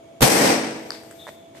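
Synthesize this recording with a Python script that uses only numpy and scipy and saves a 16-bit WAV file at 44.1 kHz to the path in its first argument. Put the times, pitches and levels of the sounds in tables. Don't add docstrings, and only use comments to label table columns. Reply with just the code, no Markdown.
import sys
import numpy as np
from scipy import signal
from scipy.fft import rfft, irfft
from scipy.io import wavfile

SR = 44100
rng = np.random.default_rng(int(sys.argv[2]) if len(sys.argv) > 2 else 0)


def put_to_file(sound):
    columns = np.atleast_2d(sound).T
    safe = np.clip(columns, -1, 1)
    whole_steps = np.round(safe * 32767)
    wavfile.write(sys.argv[1], SR, whole_steps.astype(np.int16))


N = 70560
T = np.arange(N) / SR
HZ = np.maximum(np.arange(N // 2 + 1) * SR / N, 1)
FIRE_S, BLAST_S = 0.2062, 0.2165
CUTOFF_HZ = 14400


def from_db(db):
    return 10 ** (np.asarray(db) / 20)


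def rms_one(x):
    return x / np.sqrt(np.mean(x ** 2) + 1e-20)


def at_hz(table, hz, column=1):
    table = np.array(table)
    return np.interp(np.log(hz), np.log(table[:, 0]), table[:, column])


def pan(db):
    return from_db(np.array([[1], [-1]]) * db / 2)


def noise(spectrum):
    # (frequency [Hz], correlation)
    likeness = [(60, 0.74), (230, 0.98), (460, 0.21), (900, 0), (14000, 0.1)]
    alike = at_hz(likeness, HZ)
    mid, side = np.exp(2j * np.pi * rng.random((2, len(HZ))))
    stereo = np.sqrt(1 + alike) * mid + np.sqrt(1 - alike) * side * [[1], [-1]]
    return rms_one(irfft(stereo * from_db(at_hz(spectrum, HZ)) * (HZ > 20) * (HZ < CUTOFF_HZ), N))


def drift(rate_hz):
    return rms_one(irfft(rfft(rng.standard_normal(N)) / (1 + (HZ / rate_hz) ** 2), N))


def band(hz, width):
    return np.real((drift(width) + 1j * drift(width)) * np.exp(2j * np.pi * hz * T))


def burst(start, rise, t60):
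    return np.clip((T - start) / rise, 0, 1) * from_db(-60 * np.maximum(T - start - rise, 0) / t60)


def in_hall(x, wet_db):
    tail = rng.standard_normal((2, N)) * burst(0.0096, rise=0.0013, t60=0.55)
    tail /= np.sqrt(np.sum(tail ** 2) / 2)
    return x + from_db(wet_db) * signal.fftconvolve(x, tail, axes=1)[:, :N]


def strikes(events, modes):
    hard_contact_s, low_cut_hz = 0.0004, 260
    out = np.zeros((2, N))
    for start, db, contact in events:
        live = (T > start) & (T < start + 0.1)
        age = T[live] - start
        attack = np.sin(np.pi / 2 * np.minimum(age / contact, 1)) ** 2
        for k, (hz, mode_db, t60, pan_db) in enumerate(modes):
            softening = 1 / np.hypot(1, max(contact - hard_contact_s, 0) * hz)
            decay = from_db(db + mode_db + rng.normal(0, 2.2) - 60 * age / t60)
            ring = (-1) ** k * np.sin(2 * np.pi * hz * age)
            out[:, live] += pan(pan_db) * softening * attack * decay * ring
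    return signal.sosfilt(signal.butter(2, low_cut_hz, "high", fs=SR, output="sos"), out + 1e-18)


def room_tone():
    # (frequency [Hz], level [dB])
    colour = [(25, -39), (45, -31), (80, -5.5), (150, -3), (220, -5), (320, 1.5), (480, -5), (650, -2.5),
              (850, -12), (1500, -20.5), (3000, -22), (4500, -28), (8000, -30), (14000, -39.5)]
    return from_db(-49.5) * noise(colour)


def far_machine():
    # (frequency [Hz], level [dB])
    partials = [(333.8, -61.5), (667.5, -49.5)]
    # (frequency [Hz], level [dB], width [Hz])
    whine = [(2250, -70, 40), (3350, -69.5, 200), (6650, -72, 120)]
    out = np.zeros((2, N))
    for hz, db in partials:
        waver = 0.77 * np.array([drift(3.6), drift(9.3)])
        out += from_db(db) * np.sqrt(2) * np.sin(2 * np.pi * hz * T + waver)
    for hz, db, width in whine:
        out += from_db(db) * np.array([band(hz, width), band(hz, width)])
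    return out


def sleeves():
    # (time [s], level [dB])
    movement = [(.7, -63), (.87, -55), (1.0, -57.5), (1.13, -56.5), (1.3, -55), (1.43, -69), (1.53, -76),
                (1.58, -61)]
    # (frequency [Hz], level [dB])
    colour = [(500, -4), (2000, -0.5), (5000, -3.5), (7500, -3.5), (8350, 0), (9300, -9), (12500, -2.5),
              (14000, -5)]
    times, db = np.transpose(movement)
    envelope = from_db(np.interp(T, times, db) + 0.86 * drift(40)) * (T > times[0])
    return pan(10) * envelope * noise(colour)


def sole_rustle():
    # (time [s], level [dB], half length [s])
    rubs = [(1.112, -52.5, 0.0068), (1.288, -46, 0.012), (1.575, -49, 0.018)]
    # (frequency [Hz], level [dB])
    colour = [(100, -26), (300, -6), (700, -5), (2000, 0.5), (5000, -7.5), (8400, -9), (14000, -20)]
    envelope = sum(from_db(db) * np.exp(-0.5 * ((T - time) / half) ** 2) for time, db, half in rubs)
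    return envelope * noise(colour)


def squeak():
    # (time [s], pitch [Hz], level [dB])
    contour = [(1.18, 3505, -65), (1.195, 3617, -50.5), (1.215, 3680, -48.5), (1.229, 3590, -51.5),
               (1.258, 3544, -52), (1.33, 3510, -70), (1.365, 3544, -61.5), (1.475, 3460, -69),
               (1.5, 3410, -78)]
    times, hz, db = np.transpose(contour)
    jitter_hz, rough_db = 100, 3.2
    phase = 2 * np.pi * np.cumsum(np.interp(T, times, hz) + jitter_hz * drift(350)) / SR
    envelope = from_db(np.interp(T, times, db) + rough_db * drift(140)) * (T > times[0]) * (T < times[-1])
    return in_hall(pan(5.1) * envelope * np.sqrt(2) * np.sin(phase), wet_db=-4)


def grit_ticks():
    # (time [s], level [dB], contact time [s])
    contacts = [(1.035, -7.5, 0.00035), (1.111, -2, 0.00039), (1.114, -6.5, .0003), (1.125, -8.5, .0003)]
    # (frequency [Hz], level [dB], t60 [s], left-right [dB])
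    modes = [(1495, -33.5, 0.007, -7), (4900, -44, 0.0046, 3), (8070, -36.5, 0.0067, 16),
             (10700, -39, 0.0057, 8), (13400, -45, .005, 10)]
    return in_hall(strikes(contacts, modes), wet_db=-11)


def shoe_scuffs():
    # (time [s], level [dB], contact time [s])
    contacts = [(1.2681, 3, 0.00044), (1.2762, 2, 0.00026), (1.2829, -3, .0003), (1.2878, 1.5, 0.00088),
                (1.2899, 3, 0.00088), (1.2914, -3.5, 0.00049), (1.5495, -8, .0006), (1.570, -9.5, .0002)]
    # (frequency [Hz], level [dB], t60 [s], left-right [dB])
    modes = [(600, -33.5, 0.017, -1), (980, -33, 0.0091, -3), (1730, -31, 0.0078, -6),
             (2100, -36, .007, -6), (3950, -44, .004, 0.5), (8400, -43.5, 0.0041, 9)]
    return in_hall(strikes(contacts, modes), wet_db=-11)


def click_and_rattle():
    # (time [s], level [dB], contact time [s])
    contacts = [(.9052, 0, 0.00039), (.9191, -14, .00038)]
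    # (frequency [Hz], level [dB], t60 [s], left-right [dB])
    modes = [(560, -28, 0.007, -9), (1180, -19, 0.0059, -11), (1730, -20, 0.006, -9),
             (4680, -14.5, 0.0065, 11), (5400, -26, .008, 12), (7830, -35.5, 0.01, 21),
             (9350, -36.5, 0.0098, 12)]
    # (frequency [Hz], level [dB])
    colour = [(300, -20), (1200, -7), (2000, -4), (2900, -10), (4700, -2), (6500, -14), (9000, -15),
              (14000, -27)]
    hollow = signal.butter(2, (2500, 3700), "bandstop", fs=SR, output="sos")
    click = signal.sosfilt(hollow, strikes(contacts, modes))
    rattle = from_db(-39.5 + 1.6 * drift(200)) * noise(colour) * burst(0.9175, rise=0.0014, t60=0.41)
    return in_hall(click, wet_db=-11) + pan(4.5) * rattle


def roar_shape(sag, t60):
    rise_s, hold_end_s, drop_db, drop_s = 0.0167, 0.51, 3.5, 0.058
    held = np.clip(T - BLAST_S, 0, hold_end_s - BLAST_S)
    after = np.maximum(T - hold_end_s, 0)
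    fall_db = sag * held + drop_db * (1 - np.exp(-after / drop_s)) + 60 * after / t60
    return np.clip((T - BLAST_S) / rise_s, 0, 1) * from_db(-fall_db)


def standing_waves():
    # (frequency [Hz], level [dB], t60 [s])
    modes = [(134.4, -41, 1.46), (184, -35, 0.31), (226.7, -30.5, 1.23), (268.8, -29.5, 1.05),
             (303.8, -32.5, 0.55), (322.4, -27.5, 1.5), (428, -31, 1.4), (461, -33.5, 0.24),
             (484.7, -34, 1.75), (538.5, -34, 1.1), (560.5, -37.5, 0.57), (590, -34, 1.04),
             (640, -39, 1.84), (696, -35, 1), (753, -38, 1.5), (800, -34.5, 0.46), (853, -42, 1.8),
             (965, -38, 1.25)]
    out = np.zeros((2, N))
    for hz, db, t60 in modes:
        phase = 2 * np.pi * (hz * T + rng.random()) + 0.25 * drift(5.8)
        stereo_spread = 0.5 * rng.standard_normal((2, 1))
        swell = np.clip((T - BLAST_S) / (0.25 * t60), 0, 1)
        out += swell * from_db(db) * np.sqrt(2) * np.sin(phase + stereo_spread) * roar_shape(0, t60)
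    return out


def hall_roar():
    # (frequency [Hz], level [dB], sag in the limiter-like hold [dB/s], t60 [s], left-right [dB])
    wash = [(30, -31.5, 47, 1.2, 6.5), (68.7, -19.5, 21, 2, -1), (127, -10.5, 4, 0.97, 1.5),
            (255, -2.5, -4, 0.9, -1), (483, -2.5, 4, 0.98, 1.5), (756, -5.5, -5, 0.94, 0),
            (1250, -13, -5.5, 0.92, -1), (2050, -10.5, -6.5, 0.99, 0), (3520, -17.5, 1, 0.95, 2.5),
            (5700, -12, 3.5, .8, 9.5), (7000, -18, 5.5, 0.77, 12), (7960, -13.5, 18, 0.8, 24),
            (8400, -8.5, 26.5, 0.81, 16), (9070, -18, 24, .66, 19), (10200, -15, 34, 0.7, 4),
            (12800, -16.5, 36, .5, 18), (13560, -19.5, 39, 0.37, 22)]
    sides = pan(at_hz(wash, HZ, column=4))
    spectrum = rfft(noise(wash)) * sides / np.sqrt(np.mean(sides ** 2, axis=0))
    centres = np.geomspace(30, CUTOFF_HZ, 20)
    echoes = np.zeros((2, N))
    for hz, one_band in zip(centres, np.eye(len(centres))):
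        crossover = np.interp(np.log(HZ), np.log(centres), one_band)
        envelope = roar_shape(sag=at_hz(wash, hz, column=2), t60=at_hz(wash, hz, column=3))
        echoes += irfft(spectrum * crossover, N) * envelope
    roar = from_db(-15.5) * echoes + standing_waves()
    return roar * from_db(drift(79))


def wall_slap():
    # (frequency [Hz], level [dB])
    colour = [(100, -23), (300, -3), (480, 4), (750, 0), (1300, -23), (3200, -12.5), (6000, -18),
              (14000, -21)]
    return from_db(-16) * noise(colour) * burst(0.2375, rise=0.0016, t60=0.16)


def block_thud():
    # (frequency [Hz], level [dB], t60 [s])
    modes = [(134, -11.5, 0.12), (233, -15.5, 0.18)]
    thud = np.zeros(N)
    for hz, db, t60 in modes:
        thud -= from_db(db) * np.sin(2 * np.pi * hz * (T - BLAST_S)) * burst(BLAST_S, 0.0095, t60)
    return pan(-2.9) * thud


def gas_push():
    # (time [s], strength [linear], half length [s])
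    waves = [(0.2101, 0.095, 0.0013), (0.23, 0.1, 0.0031)]
    pressure = np.zeros(N)
    for time, strength, half in waves:
        lead = (time - T) / half
        pressure += strength * lead * np.exp(0.5 - 0.5 * lead ** 2)
    return pan(-2.9) * pressure


def muzzle_blast():
    # (time [s], level [dB], t60 [s], left-right [dB])
    fronts = [(0.2173, -3.5, 0.087, -0.5), (.2242, 1, .08, 0.5), (0.2372, -4.5, 0.13, 2.5)]
    # (frequency [Hz], level [dB])
    colour = [(30, -16), (70, -13), (130, -7), (260, -1.5), (600, -0.5), (1200, -9), (3000, -10),
              (7000, -14.5), (14000, -17)]
    blast = np.zeros((2, N))
    for start, db, t60, pan_db in fronts:
        ragged_gain = from_db(db + drift(480))
        blast += pan(pan_db) * ragged_gain * noise(colour) * burst(start, rise=0.0014, t60=t60)
    return from_db(-8) * blast


def charge_crack():
    # (frequency [Hz], level [dB])
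    colour = [(40, -8), (130, 1.5), (400, -5.5), (1200, -14), (4000, -21), (14000, -22)]
    return from_db(-17.5) * noise(colour) * burst(FIRE_S, rise=0.00186, t60=0.084)


def scene():
    shot = charge_crack() + muzzle_blast() + gas_push() + block_thud() + wall_slap() + hall_roar()
    foley = click_and_rattle() + shoe_scuffs() + grit_ticks() + squeak() + sole_rustle() + sleeves()
    return shot + foley + far_machine() + room_tone()


def record(dry):
    low_pass = signal.cheby2(18, 75, CUTOFF_HZ + 750, fs=SR, output="sos")
    return signal.sosfilt(low_pass, np.clip(dry, -1, 1))


dry = scene()
out = record(dry)
put_to_file(out)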